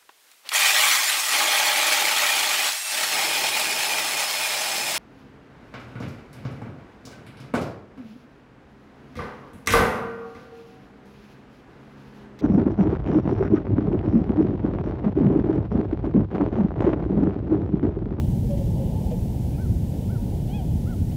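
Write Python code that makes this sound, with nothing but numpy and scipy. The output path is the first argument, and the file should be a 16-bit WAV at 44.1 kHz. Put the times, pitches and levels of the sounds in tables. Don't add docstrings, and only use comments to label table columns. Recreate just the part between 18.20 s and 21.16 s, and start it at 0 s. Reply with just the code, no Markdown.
import sys
import numpy as np
from scipy import signal
from scipy.fft import rfft, irfft, next_fast_len
from scipy.io import wavfile
from scipy.ndimage import map_coordinates

SR = 44100
rng = np.random.default_rng(int(sys.argv[2]) if len(sys.argv) > 2 else 0)


def wav_record(signal):
    frames = np.transpose(np.atleast_2d(signal))
    bounded = np.clip(frames, -1, 1)
    quanta = np.round(bounded * 32767).astype(np.int16)
    wavfile.write(sys.argv[1], SR, quanta)


N = 130536


def amp(db):
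    return 10 ** (np.asarray(db) / 20)


def unit(x):
    return x / np.sqrt(np.mean(x ** 2) + 1e-20)


def curve(rows):
    return np.interp(np.arange(N) / SR, *np.transpose(rows))


def wobble(rate):
    knots = rng.standard_normal(int(N * rate / SR) + 4)
    return map_coordinates(knots, [np.arange(N) * rate / SR])


def filtered(x, response):
    size = next_fast_len(N + 8192)
    hz = np.fft.rfftfreq(size, 1 / SR)
    return irfft(rfft(x, size) * response(hz), size)[:N]


def noise(spectrum):
    f, db = np.transpose(spectrum)

    def colour(hz):
        return amp(np.interp(np.log(hz + 1), np.log(f + 1), db))

    return unit(filtered(rng.standard_normal(N), colour))


def since(start):
    return np.arange(N) / SR - start


def gate(t, length, attack, release):
    opening = np.sin(np.pi / 2 * np.clip(t / attack, 0, 1))
    closing = np.sin(np.pi / 2 * np.clip((length - t) / release, 0, 1))
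    return opening * closing


def voice(hz, harmonics_db, jitter):
    phase = 2 * np.pi * np.cumsum(hz * (1 + jitter * wobble(200))) / SR
    return np.sqrt(2) * sum(amp(db) * np.sin(k * phase) for k, db in enumerate(harmonics_db, 1))


def microphone_hiss():
    # f/Hz, relative level/dB
    hiss_colour = [(300, 7), (1200, -1.5), (2000, 1.5), (3000, -1), (4200, 0.5), (8000, -0.5), (15500, -.5)]
    hiss_db, waver_db = -52.5, 0.35
    return amp(hiss_db + waver_db * wobble(14)) * noise(hiss_colour)


def wind():
    # f/Hz, relative level/dB per Hz
    rumble_colour = [(12, -44), (20, -22), (35, -5), (60, -1), (97, 1), (130, -2.5), (180, -3.5),
                     (240, -10.5), (304, -17.5), (400, -24.5), (520, -55), (880, -110)]
    # t/s, level/dB
    rumble_level = [(0.0, -22.5), (0.03, -17), (0.06, -21), (1.27, -25), (1.32, -21.5), (1.41, -28),
                    (1.47, -20.5), (1.66, -25), (2.38, -24.5), (2.41, -27.5), (2.47, -23), (2.65, -24.5),
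                    (2.94, -22), (2.96, -21)]
    # f/Hz, relative level/dB per Hz
    rush_colour = [(150, -21), (300, 4), (400, 2.5), (560, 0.5), (720, -4.5), (880, -6), (1020, -16.5),
                   (1200, -33), (1600, -65), (3000, -86)]
    # t/s, level/dB
    rush_level = [(0, -39), (.2, -42), (.85, -40), (1.1, -42), (1.7, -42.5), (2.4, -41), (2.96, -44.5)]
    # f/Hz, relative level/dB per Hz
    rustle_colour = [(1200, -45), (2200, -11.5), (3000, 1), (3600, -3.5), (4500, -23), (8000, -33)]
    rustle_db = -24
    waver_db = 0.98

    rumble = amp(curve(rumble_level)) * noise(rumble_colour)
    trees = noise(rush_colour) + amp(rustle_db) * noise(rustle_colour)
    return rumble + amp(curve(rush_level) + waver_db * wobble(9)) * trees


def hoots():
    # t/s, length/s, first f/Hz, f/Hz it settles toward, level/dB, roughness [0-1]
    hoot_calls = [(.290, 0.073, 592, 554, -31.5, 0.07), (.384, .058, 554, 546, -34.5, 0.12),
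                  (.582, 0.069, 556, 532, -35, 0.03), (.912, 0.043, 540, 466, -29.5, 0.23),
                  (.228, 0.048, 520, 450, -39.5, .3)]
    hoot_harmonics = [0, -38, -41, -48, -37, -48]
    attack_s, release_s = 0.027, 0.029
    settle = 2.6

    out = np.zeros(N)
    for start, length, first_hz, last_hz, db, rough in hoot_calls:
        t = since(start)
        glide = np.exp(-settle * np.clip(t / length, 0, 1))
        hz = last_hz + (first_hz - last_hz) * glide
        tone = voice(hz, hoot_harmonics, 0.059 * rough)
        tone = tone * (1 + rough * wobble(250))
        out += amp(db) * gate(t, length, attack_s, release_s) * tone
    return out


def scuffs():
    # t/s, treble level/dB and thud level/dB (both before a 6 dB lift), time to fall 60 dB [s]
    ice_scuffs = [(.305, -54.5, -47, 0.055), (0.373, -52.5, -50, .07), (.862, -62, -41, 0.033),
                  (.91, -52, -32.5, 0.063)]
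    # f/Hz, relative level/dB
    scrape_colour = [(1000, -26), (1800, -2), (2900, 4), (4200, -5.5), (7000, -3), (12000, -32)]
    # f/Hz, relative level/dB
    thud_colour = [(250, -49), (500, -10), (650, 19), (850, -19), (1200, -18), (3000, -74)]
    rise_s = 0.003

    scrape, thud = noise(scrape_colour), noise(thud_colour)
    out = np.zeros(N)
    for start, scrape_db, thud_db, t60 in ice_scuffs:
        t = np.maximum(since(start), 0)
        envelope = (1 - np.exp(-t / rise_s)) * amp(6 - 60 * t / t60)
        out += envelope * (amp(scrape_db) * scrape + amp(thud_db) * thud)
    return out


def far_notes():
    # t/s, length/s, f/Hz, level/dB
    held_notes = [(0.679, 0.078, 866, -52), (0.743, 0.063, 872, -45.5), (0.836, 0.096, 866, -50),
                  (0.932, 0.069, 860, -49.5), (1.97, 0.056, 940, -52.5)]
    edge_s, jitter = 0.025, 0.006
    out = np.zeros(N)
    for start, length, hz, db in held_notes:
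        out += gate(since(start), length, edge_s, edge_s) * voice(hz, [db], jitter)
    return out


def honks():
    # t/s, length/s, top f/Hz, crest [share of length], level/dB before the throat,
    # voice [0 thin, 1 full, 2 muffled], pitch roughness [share of pitch]
    honk_calls = [(1.371, .107, 768, 0.43, -53, 0, .005), (1.886, 0.099, 766, 0.394, -52, 0, .005),
                  (2.657, .096, 750, 0.424, -48.8, 0, 0.0076), (2.270, .172, 846, .53, -51.5, 1, .007),
                  (1.300, .115, 824, .46, -62.5, 2, .028), (2.902, 0.0495, 730, 0.476, -56, 1, .04)]
    # f/Hz, gain/dB
    throat_shapes = [
        [(600, -9), (780, -7.5), (1150, -8), (1350, -2.5), (1550, -2.5), (1900, -14), (2200, -16), (3000, -20),
         (4200, -32)],
        [(620, 3), (720, 8.5), (790, 6), (850, 0.5), (1300, -22), (1680, -13), (2200, -12), (2520, -0.5),
         (2850, -2), (3200, -0.5), (3400, -2.5), (3900, -14), (4400, -24)],
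        [(700, 0), (1600, -13), (2450, -1), (3100, -17), (4200, -25)],
    ]
    arch_powers = [1.81, 1.4, 1.83]
    attack_s, release_s = 0.022, 0.023
    rise_share, fall_share = 0.235, 0.225
    open_db = 15.5
    darken_db = 8.5

    out = np.zeros(N)
    for start, length, top_hz, crest, db, kind, rough in honk_calls:
        t = since(start)
        u = np.clip(t / length, 0, 1) - crest
        distance = np.abs(u / np.where(u < 0, crest, 1 - crest))
        slack = distance ** arch_powers[round(kind)]
        hz = top_hz * (1 - slack * np.where(u < 0, rise_share, fall_share))
        throat = np.transpose(throat_shapes[round(kind)])
        harmonics_db = [np.interp(k * hz, *throat) for k in range(1, 6)]
        harmonics_db[0] = harmonics_db[0] + darken_db * u
        for i in range(2, 5):
            harmonics_db[i] = harmonics_db[i] - (open_db * slack + darken_db * u)
        level = amp(db + 1.6 * wobble(70))
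        out += level * gate(t, length, attack_s, release_s) * voice(hz, harmonics_db, rough)
    return out


def shore(x):
    t60_s, delay_s = 1, 0.036
    t = np.arange(SR) / SR
    tail = rng.standard_normal(SR) * amp(-60 * t / t60_s) * (t > delay_s)
    return signal.fftconvolve(x, tail / np.linalg.norm(tail))[:N]


def scene():
    echo_db = -13.5
    flock = hoots() + scuffs() + far_notes() + honks()
    return (wind() + flock + amp(echo_db) * shore(flock))[None]


def record(dry):
    top_hz = 15700
    return filtered(dry[0] + microphone_hiss(), lambda hz: hz < top_hz)[None]


dry = scene()
out = record(dry)
wav_record(out)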